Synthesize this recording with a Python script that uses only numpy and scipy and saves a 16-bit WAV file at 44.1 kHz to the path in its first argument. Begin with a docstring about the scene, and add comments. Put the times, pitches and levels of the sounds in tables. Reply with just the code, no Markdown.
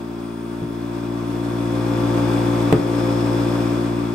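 """A small piston compressor drones indoors, feeding a tyre through a hose and a trigger inflator.
From 0.3 s it gathers speed and swells: the strokes fatten under load, the geared motor whines, air rushes.
The inflator bumps softly at 0.6 s; the valve whistles faintly, on and off, until 1.9 s.
At 2.7 s the trigger snaps close to the microphone, whose gain dips for a moment.
One shrill tone of the whine swells and fades; from 3.3 s the load eases, then the loudness."""
import sys
import numpy as np
from scipy import signal
from scipy.fft import rfft, irfft
from scipy.io import wavfile

SR = 44100
rng = np.random.default_rng(int(sys.argv[2]) if len(sys.argv) > 2 else 0)


def digitize_waveform(pressure):
    """Quantize a signal to 16-bit integers and store it at the path in sys.argv[1].

    Rows of a 2-D input are taken as channels; values are limited to [-1, 1].
    """
    field = np.atleast_2d(pressure).T
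    bounded = np.clip(field, -1, 1)
    quanta = np.round(bounded * 32767).astype(np.int16)
    wavfile.write(sys.argv[1], SR, quanta)


N = 182641
T = np.arange(N) / SR

# phase between the two microphone ports: freq_hz, left_lead_rad
PORT_LEAD = [(100, 0), (600, -.2), (870, 1.8), (1200, -.4), (3000, 1), (7200, 1.1), (8500, 0),
             (10200, -3.1), (12000, -6.2), (13800, -9.4), (15600, -12.5)]


def gain_of(db):
    """Decibels to amplitude."""
    return 10 ** (np.asarray(db) / 20)


def unit_rms(x):
    """Scales to rms 1."""
    return x / np.sqrt(np.mean(x ** 2) + 1e-20)


def curve_at(points, hz):
    """Interpolates a table over log frequency."""
    freq_hz, value = np.transpose(points)
    return np.interp(np.log(hz + 1), np.log(freq_hz + 1), value)


def drift(cutoff_hz):
    """Low-passed random wander, rms 1."""
    hz = np.fft.rfftfreq(N, 1 / SR)
    return unit_rms(irfft(rfft(rng.standard_normal(N)) * np.exp(-(hz / cutoff_hz) ** 2), N))


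def lagged(x, lag_s):
    """One-pole follower."""
    pole = np.exp(-1 / (lag_s * SR))
    return signal.lfilter([1 - pole], [1, -pole], x)


def plateau(start_s, end_s, fade_s):
    """Fade in, hold at 1, fade out."""
    return np.clip(np.minimum(T - start_s, end_s - T) / fade_s, 0, 1)


def swell(start_s, build_s, sag_per_s, release_s, release_per_s):
    """Envelope, 0 to 1: build, sagging hold, release."""
    built = np.clip((T - start_s) / build_s, 0, 1)
    sag = sag_per_s * np.maximum(T - start_s - build_s, 0)
    release = release_per_s * np.maximum(T - release_s, 0)
    return np.clip(built - sag - release, 0, 1)


def port_gains(balance_db, lead_rad):
    """Complex left and right gains, mean power 1."""
    left = gain_of(balance_db / 2) * np.exp(1j * lead_rad / 2)
    return np.array([left, 1 / left]) / np.sqrt((abs(left) ** 2 + abs(left) ** -2) / 2)


def tone(phase_turns, rms_db, balance_db):
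    """One sinusoid at both ports."""
    mean_hz = (phase_turns[-1] - phase_turns[0]) / T[-1]
    gains = port_gains(balance_db, curve_at(PORT_LEAD, mean_hz))[:, None]
    return np.sqrt(2) * gain_of(rms_db) * (gains * np.exp(2j * np.pi * phase_turns)).real


def noise(shape_db):
    """Partly coherent noise at both ports, rms 1, coloured by shape_db(hz)."""
    # port balance: freq_hz, left_over_right_db
    balance = [(350, 4.5), (600, -4.5), (900, 10.5), (1200, 2.5), (2000, 1), (2500, 5), (4000, 4.5),
               (5100, 15.5), (6000, 7.5), (6800, 10), (7500, 3.5), (8300, 0)]
    # likeness of the ports: freq_hz, coherence
    likeness = [(350, 0.8), (700, 0.04), (1500, 0.23), (3500, 0.4), (6800, 0.58), (8200, 1), (15000, 1)]
    hz = np.fft.rfftfreq(N, 1 / SR)
    common, separate = rfft(rng.standard_normal((2, N)))
    coherence = np.clip(curve_at(likeness, hz), 0, 1)
    spectra = np.array([common, coherence * common + np.sqrt(1 - coherence ** 2) * separate])
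    gains = port_gains(curve_at(balance, hz), curve_at(PORT_LEAD, hz))
    return unit_rms(irfft(spectra * gains * gain_of(shape_db(hz)), N))


def coupling_leak(level_db=-60):
    """Faint, even hiss at the hose coupling."""
    # hiss spectrum: freq_hz, relative_db
    hiss = [(500, -25), (2400, -14), (4000, -10), (10500, -3), (15500, -1)]
    return gain_of(level_db) * noise(lambda hz: curve_at(hiss, hz))


def valve_whistles():
    """Narrow valve resonances sound briefly in the flow."""
    # whistles: start_s, end_s, pitch_hz, width_hz, level_db
    whistles = [(0.175, 0.59, 9160, 168, -60), (.42, .85, 10600, 120, -61), (1.2, 1.87, 10600, 120, -57)]
    out = np.zeros((2, N))
    for start_s, end_s, pitch_hz, width_hz, level_db in whistles:
        band = noise(lambda hz: -10 * np.log10(1 + (2 * (hz - pitch_hz) / width_hz) ** 2))
        out += gain_of(level_db) * plateau(start_s, end_s, fade_s=0.066) * band
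    return out


def air_rush(crank_turns, flow_db, boost_db=8, surge_depth=0.021, lag_turns=0.19, flutter_db=0.5):
    """Turbulent air rings the pipework and surges slightly after each stroke."""
    # turbulence spectrum: freq_hz, relative_db
    turbulence = [(20, -40), (45, -8), (100, -12), (180, -9), (350, 3.5), (440, -2.5), (520, -2.5),
                  (1150, -5), (1600, -10.5), (1950, -15.5), (2400, -14), (3000, -19.5), (7200, -28),
                  (8500, -26.5), (11000, -29), (15500, -42.5)]
    # hose and housing resonances: centre_hz, width_hz, peak_db
    resonances = [(1225, 34, 0.5), (1590, 150, 2.5), (2455, 69, 4), (3555, 130, 4.5), (5230, 1350, 4),
                  (9800, 35, -25), (10300, 68, 9)]

    def shape_db(hz):
        peaks_db = sum(peak_db / (1 + (2 * (hz - centre_hz) / width_hz) ** 2)
                       for centre_hz, width_hz, peak_db in resonances)
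        return curve_at(turbulence, hz) + peaks_db

    surge = 1 + surge_depth * np.cos(2 * np.pi * (crank_turns - lag_turns))
    return noise(shape_db) * surge * gain_of(flow_db + boost_db + flutter_db * drift(17))


def geared_motor(crank_turns, load, hum_db, flow_db, gear_ratio=4.8854, ripple_hz=100, play_turns=0.0024):
    """Rotor unbalance beats against the pump; the slots whine, split by mains ripple."""
    # beat tones: motor_order, pump_order, ripple_order
    beat_orders = [(1, 0, 0), (1, 1, 0), (1, 2, 0), (0, 2, 1), (0, 3, 1), (0, 4, 1), (0, 5, 1), (0, 5, -1),
                   (0, 6, -1), (0, 0, 2), (0, 8, -1), (0, 9, -1)]
    # beat levels at full load, re hum_db: level_db
    beat_levels = [-13.5, -14.5, -33, -22.5, -17, -18, -16.5, -25, -24.5, -25.5, -23, -38.5]
    # whine tones: motor_order, ripple_order
    whine_orders = [(12, 0), (12, 1), (12, -1), (24, 0), (18, -1), (18, 1)]
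    # whine levels re flow_db: level_db
    whine_levels = [-13, -15.5, -22, -49, -24, -36]
    shaft_turns = gear_ratio * crank_turns + 0.0029 * drift(1.5)
    rough_turns = shaft_turns + play_turns * drift(110)  # gear play roughens the whine
    ripple_turns = ripple_hz * T
    buzz = 1 + 0.26 * np.cos(2 * np.pi * crank_turns)  # each stroke loads the gear teeth
    strain_db = hum_db - 5 * (1 - load)
    out = np.zeros((2, N))
    for (motor_order, pump_order, ripple_order), level_db in zip(beat_orders, beat_levels):
        offset_turns = 0.22 + 0.68 * pump_order if motor_order else rng.random()
        turns = motor_order * shaft_turns + pump_order * crank_turns + ripple_order * ripple_turns
        out += tone(turns + offset_turns, strain_db + level_db + 0.5 * drift(4.6), balance_db=0)
    for (motor_order, ripple_order), level_db in zip(whine_orders, whine_levels):
        turns = motor_order * rough_turns + ripple_order * ripple_turns + rng.random()
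        out += buzz * tone(turns, flow_db + level_db + 1.3 * drift(30), balance_db=9.5)
    shrill_db = flow_db - 19 + 8 * plateau(start_s=2.67, end_s=3.87, fade_s=0.44)
    return out + buzz * tone(18 * rough_turns, shrill_db + 0.84 * drift(8), balance_db=11)


def crank_angle(load, idle_hz=57.271, running_hz=58.046, spin_up_at_s=0.301, settle_s=0.732):
    """Crank angle in turns, one per stroke, as the pump settles to running speed."""
    zero_angle_s, load_advance_turns = 0.0637, 0.0361  # loaded strokes peak earlier
    speed_hz = running_hz + (idle_hz - running_hz) * np.exp(-np.maximum(T - spin_up_at_s, 0) / settle_s)
    turns = np.cumsum(speed_hz) / SR
    return turns - np.interp(zero_angle_s, T, turns) + load_advance_turns * load


def piston_pump(crank_turns, load, hum_db, throb_harmonics=6):
    """Low harmonics join in one throb per stroke; the room scatters the higher ones, which waver."""
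    # stroke harmonics from the first, re hum_db: idle_db, loaded_db, left_over_right_db
    harmonics = [(-16, -18, -1), (-9.5, -4.5, 2.5), (-9.5, -11, -8.5), (-4, -11.5, 0.5), (-3, -3.5, 5),
                 (-4, -7.5, 5), (-12.5, -29, -2), (-28.5, -21.5, -22), (-37, -12.5, 3.5), (-18, -20.5, -14),
                 (-21.5, -20.5, 19), (-23, -23, -10), (-26, -25.5, -46), (-33, -31.5, -19),
                 (-94, -18.5, -4), (-17, -20, -38), (-93, -44, 58), (-20.5, -22.5, -28), (-29, -61, 30),
                 (-25, -23, 14), (-28, -58, -9), (-54, -68, 2), (-27, -31.5, -23), (-26, -37, 10)]
    out = np.zeros((2, N))
    for order, (idle_db, loaded_db, balance_db) in enumerate(harmonics, 1):
        if order <= throb_harmonics:
            shift_turns = -0.015 + 0.038 * (order - 4) ** 2  # dispersion around the casing resonance
            waver_db = 0.31
        else:
            shift_turns = rng.random() + 0.032 * drift(8.3)
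            waver_db = 1.0
        level_db = hum_db + idle_db + load * (loaded_db - idle_db) + waver_db * drift(8.2)
        out += tone(order * crank_turns + shift_turns, level_db, balance_db)
    return out


def inflator_knocks(crack_decay_s=0.0013, room_db=-18, rise_s=0.0025, tilt_pivot_hz=129.3):
    """Each knock rings the inflator's low modes; its short crack reverberates in the tiled room."""
    # bump, then trigger snap: start_s, thump_db, tilt_db_per_octave, crack_db
    knocks = [(0.6194, -22.5, -5.5, -48), (.638, -29, -12, -37), (2.7273, -10.5, 1, -2.5),
              (2.742, -21.5, 4, -38), (2.799, -26, -8, -50)]
    # inflator and hose modes: pitch_hz, level_db, t60_s
    modes = [(73.4, -18, 0.28), (129.3, 1, 0.17), (165.6, 5, 0.16), (287.2, 1, 0.12), (343.6, -3.5, 0.21),
             (432, 2, 0.16), (814, -17, 0.086), (1242, -13, 0.058)]
    # crack spectrum: freq_hz, relative_db
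    crack_spectrum = [(30, 7), (150, 7), (400, 16.5), (900, -0.5), (1600, -2.5), (3000, -11), (4500, -19.5),
                      (6300, -30), (8300, -21), (15000, -34)]
    # room decay: freq_hz, t60_s
    room_decay = [(100, .35), (500, 0.91), (2000, 0.32), (8000, .08)]
    out = np.zeros((2, N))
    for start_s, thump_db, tilt_db_per_octave, crack_db in knocks:
        age_s = np.maximum(T - start_s, 0)
        attack = 1 - np.exp(-age_s / rise_s)
        for pitch_hz, level_db, t60_s in modes:
            tilt_db = tilt_db_per_octave * np.log2(pitch_hz / tilt_pivot_hz)
            ring_db = thump_db + level_db + tilt_db - 60 * age_s / t60_s
            out -= gain_of(ring_db) * np.cos(2 * np.pi * pitch_hz * age_s) * attack
        burst = noise(lambda hz: curve_at(crack_spectrum, hz))
        bin_hz, frame_s, spectra = signal.stft(burst, SR, nperseg=256)
        fade = gain_of(-60 * np.maximum(frame_s - start_s, 0) / curve_at(room_decay, bin_hz)[:, None])
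        tail = signal.istft(spectra * fade, SR, nperseg=256)[1][:, :N]
        onset = np.clip((T - start_s) / rise_s + 1, 0, 1)  # the crack just precedes the thump
        crack = burst * np.exp(-age_s / crack_decay_s)
        out += gain_of(crack_db) * onset * (crack + gain_of(room_db) * tail)
    return out


def scene():
    """Load and loudness swell once; one crank angle drives pump, motor and air."""
    load_swell = swell(start_s=0.47, build_s=1.54, sag_per_s=0.022, release_s=3.32, release_per_s=0.73)
    loudness = swell(start_s=0.34, build_s=1.85, sag_per_s=0.062, release_s=3.62, release_per_s=0.52)
    load = load_swell ** 0.69  # builds early
    hum_db = -31.5 + 12 * loudness
    flow_db = -48 + 12 * loudness ** 1.41  # builds late
    crank_turns = crank_angle(load)
    compressor = piston_pump(crank_turns, load, hum_db) + geared_motor(crank_turns, load, hum_db, flow_db)
    return compressor + air_rush(crank_turns, flow_db) + coupling_leak() + valve_whistles() + inflator_knocks()


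def record(dry, threshold_db=-14, bass_hz=220, duck_db_per_db=0.52, bass_db_per_db=0.92, edge_hz=15750):
    """Gain control ducks after the snap, later and deeper in the bass; then soft clip and low-pass."""
    power_db = 10 * np.log10(lagged((dry ** 2).mean(0), lag_s=0.0073) + 1e-12)
    fall_db = 22 * T  # the held peak falls 22 dB/s
    peak_db = np.maximum.accumulate(power_db + fall_db) - fall_db
    over_db = np.maximum(peak_db - threshold_db, 0)
    bass = signal.sosfiltfilt(signal.butter(2, bass_hz, fs=SR, output="sos"), dry)
    thinned = dry - bass + bass / gain_of(bass_db_per_db * lagged(over_db, lag_s=0.12))
    ducked = thinned / gain_of(duck_db_per_db * lagged(over_db, lag_s=0.036))
    clipped = ducked / (1 + ducked ** 8) ** (1 / 8)
    low_pass = signal.firwin(511, edge_hz, window=("kaiser", 9), fs=SR)
    return signal.oaconvolve(clipped, low_pass[None], "same")


dry = scene()
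out = record(dry)
digitize_waveform(out)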